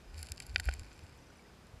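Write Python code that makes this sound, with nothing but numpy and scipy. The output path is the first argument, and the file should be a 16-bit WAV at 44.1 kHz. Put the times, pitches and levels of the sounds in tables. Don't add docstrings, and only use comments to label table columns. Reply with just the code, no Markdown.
import sys
import numpy as np
from scipy import signal
from scipy.fft import rfft, irfft
from scipy.io import wavfile
from scipy.ndimage import uniform_filter1d

SR = 44100
rng = np.random.default_rng(int(sys.argv[2]) if len(sys.argv) > 2 else 0)


def volts_from_db(level):
    exponent = np.asarray(level, float) / 20
    return 10 ** exponent


def int16_out(signal):
    q = np.round(np.clip(np.atleast_2d(signal).T, -1, 1) * 32767)
    wavfile.write(sys.argv[1], SR, q.astype(np.int16))


N = 79380

# f/Hz, level/dB, t60/s
CASE_MODES = [(3196, -10.5, 0.016), (743, 2.5, 0.037), (1490, 4, 0.015), (1914, -3.5, 0.014),
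              (2376, 4, 0.0085), (2814, 2, 0.004), (13120, -3.5, 0.0034), (3610, -17.5, 0.022),
              (4583, 5.5, 0.005), (5290, -2.5, 0.0079), (6070, -10.5, 0.011), (7370, 4, 0.0059),
              (9980, 5, 0.0037), (11100, 0.5, 0.0064)]


def add(out, start_s, sounds):
    for s, x in zip(start_s, sounds):
        i = max(int(s * SR), 0)
        out[i:i + len(x)] += x[:max(N - i, 0)]


def decay(t, t60):
    return np.exp(-np.log(1000) * t / t60)


def case_rings(size=1400):
    rise_s = 0.00007
    hz, db, t60 = np.array(CASE_MODES).T[:, :, None]
    t = np.arange(size) / SR
    sign = (-1.) ** np.arange(len(CASE_MODES))[:, None]
    swing_up = 1 - np.exp(-t / rise_s)
    return sign * volts_from_db(db) * swing_up * np.sin(2 * np.pi * hz * t) * decay(t, t60)


def knocks(rows, lean_db=None, size=2048, order=128):
    reach_oct, scatter_db = 0.99, 2.5
    dead_hz, dead_oct, dead_db, stiff_hz = 1184, 0.2, -27, 325
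    evenness = 0.73
    crack_db = -14.5
    s, db, bright, ms = np.array(rows).T
    grains = rng.standard_normal((len(s), 400))
    mix_db = scatter_db * rng.standard_normal((len(s), len(CASE_MODES)))
    if lean_db:
        mix_db[:, [8, 11]] = np.outer(lean_db, [1, -1])

    f = np.maximum(np.arange(size // 2 + 1) * SR / size, 1.)
    colour_db = -6 * ((np.log2(f / 2850.0) - bright[:, None]) / reach_oct) ** 2
    colour_db = colour_db + dead_db * np.exp(-(np.log2(f / dead_hz) / dead_oct) ** 2)
    colour = volts_from_db(colour_db) / (1 + (stiff_hz / f) ** 4)

    u = np.arange(400) / SR * 1000 / np.maximum(ms, .02)[:, None]
    rattle = rfft(np.sqrt(u) * np.exp(-2 * u) * grains, size)
    rattle = rattle / np.abs(rattle) ** evenness

    ringing = rfft(volts_from_db(mix_db) @ case_rings(), size)
    crack = volts_from_db(crack_db) * f / 1000
    x = irfft((ringing + crack) * rattle * colour, size)
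    gain = volts_from_db(db) / np.abs(x).max(axis=1)
    out = np.zeros(N)
    add(out, s - order / SR, np.roll(x, order, axis=1) * gain[:, None])
    return out


def pebbles():
    # t/s, peak level/dB, brightness/octaves, rattle/ms
    hits = [(.2286, -29, 1.48, 1.3), (.3192, -23, 1.13, 0.7), (.378, -37, 0.46, 1.1),
            (.4012, -30, 1.24, 0.34), (.4031, -32.5, 0.16, 0.24), (.4655, -41, 1.37, 2.2),
            (.546, -46, 0.81, 1.2), (.590, -45, 0.11, .6), (.2225, -61, 0.87, 0.31), (.340, -58, 1.6, 0.4),
            (.5981, -25.5, -0.17, 0.042), (.6005, -28.5, 1.2, 0.73), (.6912, -32, 0.75, 0.27),
            (.7385, -32.5, 1.2, 0.57), (.795, -37, 0.84, 0.51)]
    lean_db = [4.5, -1.5, 1.5, 1, -2.5, 1, -2, .1, 2, .1, -1, 1.5, 0.5, -2, -1.2]
    return knocks(hits, lean_db)


def blows():
    # t/s, length of the push/ms
    stones = [
        (.56005, .2),
        (.68772, .45),
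    ]
    # hard blow/dB, dull blow/dB
    strength = [(-31.5, -24), (-37, -32), (-22.5, -23.5), (-22, -33.5), (-17.5, -27), (-21, -23),
                (-32, -28.5), (-30, -40), (-11.5, -25), (-40, -31), (-23.5, -25), (-9.5, -30)]
    mode_hz = [550, 795, 1470, 1975, 2410, 2640, 3030, 3720, 4750, 5970, 7370, 10300]
    mode_t60 = [.005, .021, .019, .014, .013, .009, .016, .02, .0057, .014, .01, .004]
    first_swing = [1, -1, 1, -1, -1, -1, -1, 1, 1, 1, -1, -1]
    hz, t60 = np.array(mode_hz)[:, None], np.array(mode_t60)[:, None]
    t = np.arange(1800) / SR
    modes = np.sin(2 * np.pi * hz * t) * decay(t, t60)
    x = (volts_from_db(np.array(strength).T) * first_swing) @ modes
    no_thud = signal.butter(2, 220, "high", fs=SR, output="sos")
    x = signal.sosfilt(no_thud, x)
    struck = []
    for ring, (_, ms) in zip(x, stones):
        push = np.hanning(round(ms * SR / 1000) + 2)[1:-1]
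        struck.append(np.convolve(ring, push / push.sum()))
    out = np.zeros(N)
    add(out, [s for s, _ in stones], struck)
    return out


def grit():
    # t/s, peak level/dB, brightness/octaves, rattle/ms
    early = [(0.1436, -44, 0.45, 0.45), (0.1655, -61, 1, 0.78), (0.1792, -39, 0.91, 1),
             (0.1835, -43, 0.9, 0.8), (0.1917, -42, 1, 0.72), (0.197, -53, 0.85, 0.92), (0.2041, -48, 1, 1),
             (0.208, -50, 1, 0.94), (0.215, -49, 1, 0.93), (0.2446, -47, 0.99, 1), (0.2613, -45, 0.8, 0.7),
             (0.2692, -39.5, 0.7, 0.93), (0.2867, -40, 0.58, 0.91), (0.2907, -46, 1, 0.97),
             (0.2974, -46, 0.94, 0.48), (0.3613, -48, 1, 0.89), (0.3736, -43.5, 0.8, 0.53),
             (0.3897, -53, 0.35, 1), (0.422, -42, 1, 0.99), (0.427, -42, 0.61, 0.31),
             (0.4363, -52, 0.67, 0.58), (0.4948, -43, 0.5, 0.82), (0.5004, -47, 0.3, 0.8)]
    # t/s, peak level/dB, brightness/octaves, rattle/ms
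    late = [(0.5809, -39.5, 0.77, 0.86), (0.6068, -48, 0.42, 0.97), (0.636, -48, -0.026, 0.82),
            (0.642, -40.5, 0.18, 0.65), (0.6544, -40, 0.083, 1), (0.668, -63, -0.067, 0.81),
            (0.675, -42, 1, 0.76), (0.7108, -56, 0.55, 0.85), (0.712, -39.5, 0.0062, 0.57),
            (0.7223, -46, -0.003, 0.87), (0.7246, -46, 0.21, 0.57), (0.7282, -46, 0.13, 1),
            (0.7491, -47, 0.36, 0.96), (0.8335, -49, 0.56, 0.82), (0.8451, -49, 0.6, 0.63),
            (0.9157, -47, -0.073, 0.31), (0.9294, -47.5, 0.53, 0.8), (0.9914, -46, 0.55, 0.67),
            (1.066, -48.5, 0.52, 0.73), (1.0948, -53.5, 0.56, 0.67), (1.1264, -55, 0.33, 0.66),
            (1.6696, -54, 0.79, 0.63)]
    # t/s, peak level/dB,
    # brightness/octaves, rattle/ms
    stray = [(.1875, -56, 1.4, .5), (.2295, -44, -0.086, 0.76), (.2535, -47, 1.4, .8),
             (.302, -50, 0.7, 0.76), (.347, -54, 1.7, .7), (.4315, -51, 1.5, .6), (.475, -53, 0.67, .6),
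             (.5735, -54, 1.9, .9), (.5982, -31.5, 1.1, 0.6), (.5598, -33.5, 0.42, 0.077),
             (.6555, -39.5, 2, 1), (.662, -39, -0.021, 0.47), (.7715, -62, 1.2, .6),
             (.866, -56, 0.16, 0.39), (.946, -58, 1.7, .5), (.9775, -52, 0.47, .5), (1.036, -55, 1.4, .5),
             (1.045, -55, 2, .5), (1.0945, -50, 0.79, .3), (1.141, -61, 0.36, .6), (1.176, -55.5, 2, .5)]
    return knocks(early) + knocks(late) + knocks(stray)


def scrapes(count=36):
    # start t/s, length/s, grain level/dB, brightness/octaves
    slides = [
        (0.164, 0.055, -55.5, 1.6),
        (.416, 0.019, -58, 0.42),
        (0.541, 0.0098, -63, 1.2),
        (0.629, 0.053, -54.5, 0.33),
        (0.635, 0.025, -57.5, 1.3),
        (0.723, 0.0093, -60, 1.1),
        (0.734, .005, -53.5, -.3),
    ]
    rattle_ms = 0.45
    s, length, db, bright = np.array(slides).T[:, :, None]
    place, tint = rng.random((2, len(slides), count))
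    rows = np.broadcast_arrays(s + length * place, db, bright + 0.49 * (tint - .5), rattle_ms)
    return knocks(np.reshape(rows, (4, -1)).T)


def sand(count=1800):
    # t/s, grain level/dB
    cloud = [(0, -69), (.13, -66), (.18, -54.5), (.3, -62.5), (.36, -63.5), (.45, -61.5), (.54, -60.5),
             (.62, -66), (.66, -55), (.74, -58.5), (.85, -61), (1.0, -64), (1.2, -67), (1.8, -73.5)]
    spread_db, bright_oct, rattle_ms = 1, 0.13, 0.68
    place, luck, tint = rng.random((3, count))
    s = place * N / SR
    db = np.interp(s, *np.array(cloud).T) - spread_db * np.log(luck + .02)
    bright = bright_oct + 2.1 * (tint - .5)
    return knocks(np.transpose(np.broadcast_arrays(s, db, bright, rattle_ms)))


def surges():
    # peak level/dB, f/Hz, half length/s
    strokes = [(-47.5, 43, 0.032), (-45, 63, 0.022), (-39, 75, 0.027), (-42, 68, 0.019), (-47, 63, 0.025),
               (-36.5, 74.4, 0.011), (-45.5, 91, 0.0044), (-40, 59.6, 0.02), (-37.5, 77.5, 0.017),
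               (-37, 81.2, 0.026), (-42.5, 62, 0.033), (-24.5, 58, 0.019), (-35, 65, 0.016),
               (-49, 81, 0.064), (-45, 55, 0.017), (-39, 62, 0.0066), (-49.5, 55.4, 0.06), (-44, 84, 0.012),
               (-46, 97, 0.0069), (-49, 74, 0.0071)]
    dips = [.1, .147, .185, .208, .235, .318, .448, .51, .547, .59, .64, .682, .726, .757, .793, .818, .846,
            1.04, 1.741, 1.771]
    lag_s, overtone_db = 0.0012, -24
    t = np.arange(N) / SR
    out = np.zeros(N)
    for s, (db, hz, half) in zip(dips, strokes):
        turn = 2 * np.pi * hz * (t - s)
        swing = np.cos(turn) + volts_from_db(overtone_db) * np.cos(2 * turn)
        out -= volts_from_db(db) * swing * np.exp(-((t - s - lag_s) / half) ** 2)
    return out


def bubbles():
    # t/s, peak level/dB, f/Hz, t60/s
    pings = [
        (1.301, -48, 1430, 0.027),
        (1.392, -50, 2280, 0.028),
        (1.449, -57, 1930, 0.078),
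        (1.496, -55, 1480, 0.038),
        (1.371, -48.5, 9300, .01),
        (1.421, -50, 6950, 0.011),
    ]
    glide_per_s, rise_s = 1.0, 0.0031
    t = np.arange(2600) / SR
    out = np.zeros(N)
    for s, db, hz, t60 in pings:
        tone = np.sin(2 * np.pi * hz * t * (1 + glide_per_s * t))
        add(out, [s], [volts_from_db(db) * np.minimum(t / rise_s, 1) * decay(t, t60) * tone])
    return out


def fizz():
    puffs = [.853, .925, .96, 1.016, 1.19, 1.225, 1.27, 1.304, 1.361, 1.385]
    centre_hz, level_db, length_s = 5900, -66.5, 0.0047
    t = np.arange(N) / SR
    out = np.zeros(N)
    for s in puffs:
        hz = centre_hz * (1 + .012 * rng.standard_normal())
        out += volts_from_db(level_db) * np.sin(2 * np.pi * hz * t) * np.exp(-((t - s) / length_s) ** 2)
    return out


def walk(rate):
    k = int(SR / rate)
    held = np.repeat(rng.standard_normal(N // k + 1), k)
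    return 0.16 * uniform_filter1d(uniform_filter1d(held, k), k)[:N]


def flow():
    # f/Hz, level/dB per Hz
    spectrum = [(25, -10.5), (45, 1), (90, -1.5), (200, -7), (500, -12.5), (1400, -19), (6000, -29.5),
                (14500, -41.5)]
    # t/s, level added to the rumble/dB
    stir = [
        (0, -3),
        (.3, 2.5),
        (.45, 4.5),
        (.9, 1),
        (1.14, 4),
        (1.2, -2),
        (1.5, -2),
        (1.8, -.5),
    ]
    level_db, shared_db, flicker_db, eddy_db = -57, 1.87, -0.8, 9
    hiss_hz, hiss_width_hz, hiss_db = 5040, 70, 9.5
    f = np.maximum(np.arange(N // 2 + 1) * SR / N, 1.)
    hz, db = np.array(spectrum).T
    shape = volts_from_db(np.interp(np.log(f), np.log(hz), db))
    shape = shape * volts_from_db(hiss_db * np.exp(-((f - hiss_hz) / hiss_width_hz) ** 2))
    shape = shape / (1 + (f / 15000) ** 40)
    shared = walk(0.5)
    stir_db = np.interp(np.arange(N) / SR, *np.array(stir).T)
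    out = np.zeros(N)
    for k in range(10):
        d = np.clip(np.log2(f / 26.3) - k, -1, 1)
        band = irfft(rfft(rng.standard_normal(N)) * shape * np.cos(np.pi * d / 2), N)
        roll_db = (eddy_db if k < 2 else flicker_db) * walk(11.8)
        out += band * volts_from_db(shared_db * shared + roll_db + (k < 3) * stir_db)
    return out * volts_from_db(level_db) / out.std()


def scene():
    stones = pebbles() + blows() + grit() + scrapes() + sand()
    water = surges() + bubbles() + fizz() + flow()
    return (stones + water)[None]


def shed_top(x):
    mask_hz, mask_db, mask_s = 12800, -37, .05
    top = signal.sosfiltfilt(signal.cheby2(8, 40, mask_hz, "high", fs=SR, output="sos"), x)
    top_power = uniform_filter1d(top ** 2, int(mask_s / 5 * SR))
    power = uniform_filter1d(x ** 2, int(mask_s * SR))
    masked = top_power < volts_from_db(2 * mask_db) * power
    return x - top * uniform_filter1d(1. 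* masked, size=128)


def band_limit(x):
    return signal.sosfilt(signal.butter(12, 16480, fs=SR, output="sos"), x)


def record(dry):
    mic_path = signal.cheby2(8, 30, 16200, fs=SR, output="sos")
    mix = signal.sosfilt(mic_path, shed_top(dry))
    return band_limit(mix)


dry = scene()
out = record(dry)
int16_out(out)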